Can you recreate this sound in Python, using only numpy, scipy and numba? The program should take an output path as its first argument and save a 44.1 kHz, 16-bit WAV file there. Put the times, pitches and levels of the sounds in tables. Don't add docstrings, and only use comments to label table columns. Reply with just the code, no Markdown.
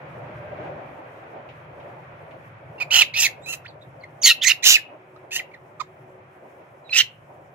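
import sys
import numpy as np
from scipy import signal
from scipy.io import wavfile
from scipy.ndimage import map_coordinates
from numba import njit

SR = 44100
rng = np.random.default_rng(int(sys.argv[2]) if len(sys.argv) > 2 else 0)


def unload_audio(sound):
    columns = np.transpose(np.atleast_2d(sound))
    steps = np.round(np.clip(columns, -1, 1) * 32767)
    wavfile.write(sys.argv[1], SR, steps.astype(np.int16))


N = 332514

# (start [s], length [s], loudest point [share of length], first pitch [Hz],
# pitch at the loudest point [Hz], last pitch [Hz], top level [dB], shrillness [dB])
SQUEAKS = [(2.779, 0.023, .5, 2800, 2730, 2730, -42.5, -17), (3.416, 0.057, .7, 3470, 4080, 3900, -47, 8),
           (3.644, .03, 0.5, 1180, 1916, 4420, -39.5, -32), (3.677, 0.039, 0.1, 4160, 4700, 3350, -49, -10),
           (3.809, .03, 0.53, 3520, 3880, 3280, -51, -13), (4.003, .03, 0.6, 4760, 4100, 4100, -59, -12),
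           (4.033, 0.015, 0.63, 2205, 2113, 1830, -37, -47),
           (5.16, 0.01, 0.38, 1140, 1250, 1250, -45, -37.5), (5.51, 0.019, .5, 2070, 2260, 2350, -53, -27),
           (5.536, 0.019, 0.48, 2500, 2000, 1680, -40, -45),
           (5.797, .016, 0.7, 1130, 1243, 1100, -25.5, -15.5),
           (5.809, 0.013, .4, 1152, 1070, 957, -28, -17),
           (6.844, 0.049, 0.95, 4050, 3750, 3630, -52.5, -23),
           (6.893, 0.0041, 0.7, 2590, 2500, 2550, -34, -30),
           (6.898, 0.035, 0.5, 4160, 4140, 4010, -34.5, -1), (6.93, .03, 0.3, 3600, 3750, 3900, -34, -15)]
SQUEAK_ROUGH, SQUEAK_EDGE_DB = .12, -16.5
SQUEAK_THROAT_DB = (0.5, -23, -0.5, -6, -32)

# (time [s], level [dB], shrillness [dB])
SCREECH_EFFORT = [
    [(2.8, -31.5, -25.5), (2.814, -25, -17.5), (2.826, -24.5, -15.5), (2.838, -39.5, -40.5)],
    [(2.903, -29.5, -29), (2.909, -26, -14.5), (2.921, -17.5, -12), (2.959, -12, -6), (3.007, -16.5, -8),
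     (3.021, -8, -22), (3.027, -16.5, -20.5), (3.038, -35.5, -19)],
    [(3.135, -47, -15), (3.139, -29.5, -22), (3.151, -29, -28), (3.177, -19.5, -4), (3.185, -19.5, -7),
     (3.203, -15.5, 11), (3.221, -16.5, 4), (3.267, -19.5, -8.5), (3.28, -41, 3)],
    [(3.458, -40, -7), (3.47, -38.5, -16), (3.496, -31, -10), (3.51, -31, -1), (3.522, -35.5, -7),
     (3.536, -25, -22), (3.546, -39.5, -10), (3.56, -47, -7)],
    [(4.214, -44.5, -1.5), (4.218, -33, -2), (4.248, -12, -1), (4.256, -9.5, 4), (4.318, -12.5, -33.5),
     (4.326, -21, -19.5), (4.33, -36, -19.5)],
    [(4.408, -49.5, -18), (4.42, -19, -39), (4.432, -22.5, -6), (4.448, -17.5, 0.5), (4.458, -22, 5.5),
     (4.474, -13, 7), (4.52, -14.5, -20), (4.528, -45.5, -17.5)],
    [(4.622, -40.5, -14), (4.64, -21, 0), (4.66, -11, -3), (4.696, -8, 2), (4.736, -14.5, -0.5),
     (4.758, -10.5, -11), (4.776, -30, -41), (4.783, -26, -18)],
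    [(5.306, -45.5, -16), (5.32, -30.5, -12), (5.35, -29.5, 5.5), (5.364, -19.5, -8), (5.376, -32, 4),
     (5.396, -30, -18), (5.404, -26.5, -27), (5.408, -47, -17)],
    [(6.921, -34.5, -30.5), (6.931, -21, -20), (6.947, -22.5, -7), (6.983, -12, 3.5), (7.013, -16, -15),
     (7.025, -37.5, -4.5)],
]
# (time [s], pitch [Hz], roughness [0-1, clipped above])
SCREECH_FOLDS = [
    [(2.8, 2237, .6), (2.812, 2450, .37), (2.828, 2390, .37), (2.838, 1996, .6)],
    [(2.903, 1095, .4), (2.915, 1430, .5), (2.93, 1505, .72), (2.965, 1404, .93), (3.018, 1350, 0.82),
     (3.028, 1150, 0.49), (3.038, 850, 0.2)],
    [(3.135, 1891, .4), (3.155, 2590, 0.64), (3.19, 2650, 0.84), (3.2, 2575, .95), (3.235, 2598, 1.17),
     (3.245, 2507, 0.6), (3.265, 2100, 0.6), (3.28, 1600, 0)],
    [(3.458, 1234, .3), (3.495, 1325, 0.31), (3.515, 1384, 0.28), (3.527, 1420, .6), (3.54, 1269, .6),
     (3.56, 1240, .9)],
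    [(4.214, 3134, .07), (4.221, 3315, .13), (4.238, 2321, .4), (4.255, 2161, .22), (4.262, 2150, .75),
     (4.302, 1861, 0.7), (4.305, 1410, .5), (4.33, 1308, .3)],
    [(4.408, 2595, .05), (4.428, 3766, .4), (4.44, 3024, .9), (4.452, 1927, .2), (4.474, 2081, .4),
     (4.485, 2200, .8), (4.505, 2300, 1.08), (4.518, 2800, 0.5), (4.528, 2000, 0.72)],
    [(4.622, 1612, 0.5), (4.643, 2097, .6), (4.652, 1940, 1.04), (4.738, 1877, 0.93), (4.745, 2646, 0.56),
     (4.765, 2588, 0.3), (4.77, 1780, 0.2), (4.783, 1650, 0.32)],
    [(5.306, 720, .5), (5.325, 930, .4), (5.335, 890, 0.62), (5.355, 885, 0.58), (5.365, 934, 0.41),
     (5.388, 1080, 0.47), (5.4, 677, .1), (5.408, 610, .1)],
    [(6.921, 2500, 0), (6.935, 2600, 0.59), (6.964, 2560, .5), (6.972, 3050, 0.82), (7.0, 2884, .85),
     (7.017, 2662, 0.8), (7.025, 2000, .5)],
]
MOUTH_HARMONIC = [1, 2, 1, 2, 2, 1, 1, 3, 1]
# (wide-open mouth [Hz], throat near 1.9 kHz [dB],
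# near 1 kHz, rasp only [dB], near 3.8 kHz [dB], air above 8 kHz [dB], half-pitch lines [dB])
SCREECH_COLOUR = [(2297, -4.5, -5.5, -7.5, -5.5, -15.5), (2970, -12, -17, -9.5, -2, -20.5),
                  (2690, -7.5, -20, -1, 10.5, -2.5), (2630, -6.5, -11, -6, 15, -20),
                  (2800, -11.5, -38.5, -1.5, 13, -9), (2922, -5, -31, -3.5, 6, -4),
                  (2950, -20, -34, -0.5, 5.5, -0.5), (2720, -5.5, -28, -5, 12.5, -20),
                  (3130, -5, -32.5, -1.5, 0, -10)]

MOUTH_WIDTH_HZ, LOW_THROAT_HZ, MID_THROAT_HZ = 450, 1960, 3750
# (centre [Hz], width [Hz], relative level [dB])
UPPER_THROAT = [(4720, 1300, -8), (6400, 800, -5), (7260, 1100, -1.5)]
LEAK_DB = -40.5
OPEN_AT_ROUGH = .85
MOUTH_SHAKE, AIR_PER_DB = 0.031, .5

# (time [s], left lags right [ms], left minus right [dB])
CALLER_PLACE = [(2.8, 0.071, -8.5), (3.2, 0.06, -5), (3.5, 0.11, -7), (4.28, 0.027, -1.5),
                (4.47, 0.012, -9.5), (4.7, 0.15, -6), (5.35, 0.1, -3), (5.8, .1, -10.5),
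                (6.95, -0.069, -7.5)]
# (left delay [ms], right delay [ms], level [dB])
NEAR_ECHOES = [(.4, .55, -11), (.9, .7, -15.5), (1.5, 1.9, -13)]
# (band centre [Hz], time to fall by 60 dB [s], level [dB])
GROVE_TAIL = [(1600, 0.084, -28.5), (2400, 0.28, -34.5), (3840, 0.15, -28.5), (5745, 0.13, -25),
              (8500, .1, -24.5), (12200, 0.13, -12)]

# (time [s], level [dB])
RUSTLES = [(1.489, -46.5), (1.8, -52), (2.31, -51.5)]

# (time [s], drone level [dB], rumble level [dB])
TRAFFIC_LEVELS = [(0.0, -42.5, -45.5), (0.65, -40, -41.5), (1.05, -43.5, -53.5), (1.78, -44.5, -48),
                  (2.04, -44.5, -48.5), (3.72, -48.5, -50), (4.74, -49.5, -58.5), (6.15, -50, -54),
                  (6.59, -49.5, -60), (6.85, -51, -55.5), (7.54, -51, -52)]
WASH_DB, WASH_FOLLOWS = -56, 1.2
# (frequency [Hz], relative density [dB per Hz])
RUMBLE_SPECTRUM = [(15, -62), (25, -44.5), (49, -18.5), (79, -7), (130, 10.5), (147, 5), (172, -3.5),
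                   (220, -18), (290, -32), (480, -120)]
# (frequency [Hz], relative density [dB per Hz])
DRONE_SPECTRUM = [(120, -38), (200, -8), (286, -6.5), (367, -2), (477, -5.5), (560, 3), (790, -1.5),
                  (874, -3), (1000, -4), (1300, -44), (2200, -120)]
# (frequency [Hz], relative density [dB per Hz])
WASH_SPECTRUM = [(590, -30.5), (1000, 6.5), (1410, 4.5), (2580, -1), (3850, -41.5), (4230, -52.5),
                 (5000, -41), (6500, -68.5), (11000, -120)]
# (start [s], end [s], centre [Hz], width [Hz], level [dB])
MOTOR_TONES = [(0.4, 0.58, 110, 11, -64), (4.9, 6.75, 373, 12.4, -56.5), (7.2, 6.45, 2000, 22, -51),
               (0.316, 0.807, 600, 26, -43.5), (0.33, 0.71, 1600, 38, -57.5)]
# (frequency [Hz], correlation [-1 to 1])
STEREO_LIKENESS = [(60, 1), (120, 0.96), (240, 1), (480, 0.8), (950, -0.14), (1890, -0.11), (3770, 0.3),
                   (7520, .2), (15000, .2)]

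# (frequency [Hz], relative density [dB per Hz])
HISS_SPECTRUM = [(2650, -27.5), (4500, -11.5), (5210, -2), (5650, 4.5), (8420, 0.5), (13000, 3),
                 (15000, -8), (17000, -8)]
HISS_DB = -79
MIC_STEP_HZ, MIC_STEP_DB, CUTOFF_HZ = 7650, -13, 15780


def from_db(db):
    return np.exp(np.asarray(db) * np.log(10) / 20)


def rms_one(x):
    return x / np.sqrt(np.mean(x ** 2) + 1e-20)


def in_time(rows):
    s, *columns = np.transpose(rows)
    return [np.interp(np.arange(N) / SR, s, c) for c in columns]


def at_hz(points, hz):
    table = np.array(points)
    return np.interp(np.log(hz), np.log(table[:, 0]), table[:, 1])


def drift(rate_hz, size=N):
    r = np.exp(-2 * np.pi * rate_hz * N / size / SR)
    noise = rng.standard_normal(size + 4000)
    settled = signal.lfilter([1], [1, -2 * r, r * r], noise)[4000:]
    return rms_one(settled)


def band(x, low_hz, high_hz, order=2):
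    edges = [low_hz, min(high_hz, .45 * SR)]
    return signal.sosfilt(signal.butter(order, edges, "band", fs=SR, output="sos"), x)


def peak_gain(hz, centre_hz, width_hz):
    return 1 / np.sqrt(1 + ((hz - centre_hz ** 2 / hz) / width_hz) ** 2)


@njit
def moving_resonance(x, hz, width_hz, sr):
    out, r = np.zeros(len(x)), np.exp(-np.pi * width_hz / sr)
    for i in range(2, len(x)):
        drive = (1 - r * r) / 2 * (x[i] - x[i - 2])
        out[i] = drive + 2 * r * np.cos(2 * np.pi * hz[i] / sr) * out[i - 1] - r * r * out[i - 2]
    return out


def macaque():
    out = np.zeros(N)
    shake, waver, throb = drift(150), drift(70), drift(110)
    breath = rng.standard_normal((2, N))
    screeches = zip(SCREECH_EFFORT, SCREECH_FOLDS, MOUTH_HARMONIC, SCREECH_COLOUR)
    calls = [squeak_controls(*row) for row in SQUEAKS]
    calls += [screech_controls(*row) for row in screeches]
    for at, pitch, level_db, rough, mouth_hz, shrill_db, throat_db in calls:
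        shrill = from_db(shrill_db)
        mouth_hz = mouth_hz * np.exp(MOUTH_SHAKE * rough * waver[at])
        *throat, air, half_pitch = from_db(throat_db)
        air = air * from_db(AIR_PER_DB * (shrill_db - shrill_db.max()))
        throat += [air, half_pitch * rough]

        shaken_pitch = pitch * (1 + rough * (0.033 * shake[at] + .04 * waver[at]))
        clear = clear_voice(shaken_pitch, mouth_hz, shrill, [rough * g for g in throat])
        chaos = rasp(pitch * np.exp(.12 * shake[at]), mouth_hz, shrill, throat, breath[:, at])
        voice = np.sqrt(1 - rough ** 2) * clear + rough * chaos
        swell = from_db(level_db + 1.5 * rough * throb[at])
        out[at] += voice * swell * signal.windows.tukey(len(at), .08)
    return out


def screech_controls(effort, folds, harmonic, colour):
    s, *columns = np.transpose(effort)
    at = np.arange(int(s[0] * SR), int(s[-1] * SR))
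    level_db, shrill_db = [np.interp(at / SR, s, c) for c in columns]
    s, *columns = np.transpose(folds)
    pitch, rough = [np.interp(at / SR, s, c) for c in columns]
    rough = np.clip(rough, 0, 1)
    open_hz, *throat_db = colour
    opening = np.minimum(rough / OPEN_AT_ROUGH, 1) ** 2
    mouth_hz = harmonic * pitch + opening * (open_hz - harmonic * pitch)
    return at, pitch, level_db, rough, mouth_hz, shrill_db, throat_db


def squeak_controls(start, length, top, first_hz, top_hz, last_hz, level_db, shrill_db):
    at = np.arange(int(start * SR), int((start + length) * SR))
    share, top = np.linspace(0, 1, len(at)), np.clip(top, .05, .95)
    away = np.where(share < top, 1 - share / top, (share - top) / (1 - top))
    pitch = np.interp(share, [0, top, 1], [first_hz, top_hz, last_hz])
    swell_db = level_db + SQUEAK_EDGE_DB * away ** 2
    steady = np.ones(len(at))
    return at, pitch, swell_db, SQUEAK_ROUGH * steady, pitch, shrill_db * steady, SQUEAK_THROAT_DB


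def clear_voice(pitch, mouth_hz, shrill, throat):
    phase = 2 * np.pi * np.cumsum(pitch) / SR
    out, power = 0, 0
    for k in np.arange(1, 21) / 2:
        hz = k * pitch
        mouth = peak_gain(hz, mouth_hz, MOUTH_WIDTH_HZ) ** 2
        upper = sum(from_db(db) * peak_gain(hz, top_hz, width_hz) ** 2
                    for top_hz, width_hz, db in UPPER_THROAT)
        lower = throat[0] * peak_gain(hz, LOW_THROAT_HZ, 500) ** 2
        lower = lower + throat[2] * peak_gain(hz, MID_THROAT_HZ, 920) ** 2
        leak = from_db(LEAK_DB) * (2 / np.ceil(k)) ** 2
        gain = (mouth + 0.57 * shrill * upper + lower + leak) * (hz < .4 * SR)
        gain = gain * (throat[4] if k % 1 else 1)
        out = out + gain * np.sin(k * phase)
        power = power + gain ** 2 / 2
    return out / np.sqrt(power)


def rasp(pitch, mouth_hz, shrill, throat, breath):
    cycles = np.cumsum(pitch / SR)
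    closures = np.diff(np.floor(cycles), prepend=0) * np.sqrt(SR / pitch)
    source = closures * (0.8 + 0.7 * breath[0]) + 0.39 * breath[1]
    mouth = moving_resonance(source, mouth_hz, MOUTH_WIDTH_HZ, SR)
    mouth = moving_resonance(mouth, mouth_hz, 2 * MOUTH_WIDTH_HZ, SR)
    upper = sum(from_db(db) * band(source, hz - width_hz / 2, hz + width_hz / 2)
                for hz, width_hz, db in UPPER_THROAT)
    leak = from_db(-20.5) * rms_one(band(source, 2000, 5300))
    colour = throat[0] * rms_one(band(source, 1740, 2300))
    colour += throat[1] * rms_one(band(source, 730, 1700))
    colour += throat[2] * rms_one(band(source, 3300, 4300))
    colour += throat[3] * rms_one(band(source, 7900, 14500))
    return (rms_one(mouth) + shrill * rms_one(upper) + leak + colour) / np.sqrt(1 + shrill ** 2)


def at_ports(x):
    lag_ms, pan_db = in_time(CALLER_PLACE)
    left = map_coordinates(x, [np.arange(N) - lag_ms * SR / 1000], order=3)
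    out = np.array([left, x])
    for left_ms, right_ms, level_db in NEAR_ECHOES:
        left_echo = np.roll(left, int(left_ms * SR / 1000))
        right_echo = -np.roll(x, int(right_ms * SR / 1000))
        out += from_db(level_db) * np.array([left_echo, right_echo])
    return out * from_db([pan_db / 2, -pan_db / 2])


def grove(x):
    t = np.arange(SR // 2) / SR
    white = rng.standard_normal((len(GROVE_TAIL), 2, len(t)))
    tail = 0
    for (hz, t60, level_db), noise in zip(GROVE_TAIL, white):
        part = band(noise, hz / 1.25, hz * 1.25)
        dying = part * from_db(-60 * t / t60) * np.minimum(t / 0.0017, 1)
        tail = tail + from_db(level_db) * dying / np.sqrt(np.sum(dying ** 2) * hz / SR)
    return signal.fftconvolve(x[None], tail, axes=1)[:, :N]


def rustles():
    t = np.arange(N) / SR
    noise = rms_one(band(rng.standard_normal((2, N)), 1900, 2920))
    puffs = sum(from_db(db - 60 * np.maximum(t - s, 0) / 0.22) * (t > s) for s, db in RUSTLES)
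    return noise * puffs


def traffic():
    drone_db, rumble_db = in_time(TRAFFIC_LEVELS)
    wash_db = WASH_DB + WASH_FOLLOWS * (drone_db - drone_db.mean())
    out = from_db(rumble_db) * banded_noise(RUMBLE_SPECTRUM, patchy_db=1.0)
    out += from_db(drone_db) * banded_noise(DRONE_SPECTRUM, patchy_db=1.63)
    out += from_db(wash_db) * banded_noise(WASH_SPECTRUM, patchy_db=0.47)
    t = np.arange(N) / SR
    for start, end, hz, width_hz, level_db in MOTOR_TONES:
        swell = np.clip(np.minimum(t - start, end - t) / 0.011, 0, 1)
        tone = rms_one(band(rng.standard_normal(N), hz - width_hz / 2, hz + width_hz / 2))
        out += from_db(level_db) * swell * tone
    return out


def banded_noise(spectrum, patchy_db):
    out, edges = 0, 25 * 2 ** np.arange(0, 9.4, 1 / 3)
    white = rng.standard_normal((2, 2, N))
    together = drift(6.4, size=N // 50)
    for k, (low, high) in enumerate(zip(edges, edges[1:])):
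        hz = np.sqrt(low * high)
        if spectrum[0][0] < hz < spectrum[-1][0]:
            mid, side = band(white[k % 2], low, high)
            alike = np.clip(at_hz(STEREO_LIKENESS, hz), -1, 1)
            flicker_db = patchy_db * (1.5 * together + drift(17, size=N // 50))
            gain = from_db(at_hz(spectrum, hz) + flicker_db)
            gain = np.interp(np.arange(N) / 50, np.arange(len(gain)), gain)
            stereo = np.sqrt(1 + alike) * mid + np.sqrt(1 - alike) * side * [[1], [-1]]
            out = out + gain * stereo
    return out / np.sqrt(np.mean(out.mean(0) ** 2))


def scene():
    voice = macaque()
    return at_ports(voice) + grove(voice) + traffic() + rustles()


def record(dry):
    below_filter = signal.ellip(6, .3, 40, MIC_STEP_HZ, fs=SR, output="sos")
    above_filter = signal.ellip(4, .3, 40, 1.04 * MIC_STEP_HZ, "high", fs=SR, output="sos")
    below = signal.sosfilt(below_filter, dry)
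    above = signal.sosfilt(above_filter, dry)
    wet = below + from_db(MIC_STEP_DB) * above
    wet += from_db(-34.5) * band(wet ** 2, 18, 400, order=1)
    wet += from_db(HISS_DB) * banded_noise(HISS_SPECTRUM, patchy_db=1.35)
    squashed = wet / (1 + np.abs(wet) ** 5) ** (1 / 5)
    return signal.sosfilt(signal.ellip(12, .5, 80, CUTOFF_HZ, fs=SR, output="sos"), squashed)


dry = scene()
out = record(dry)
unload_audio(out)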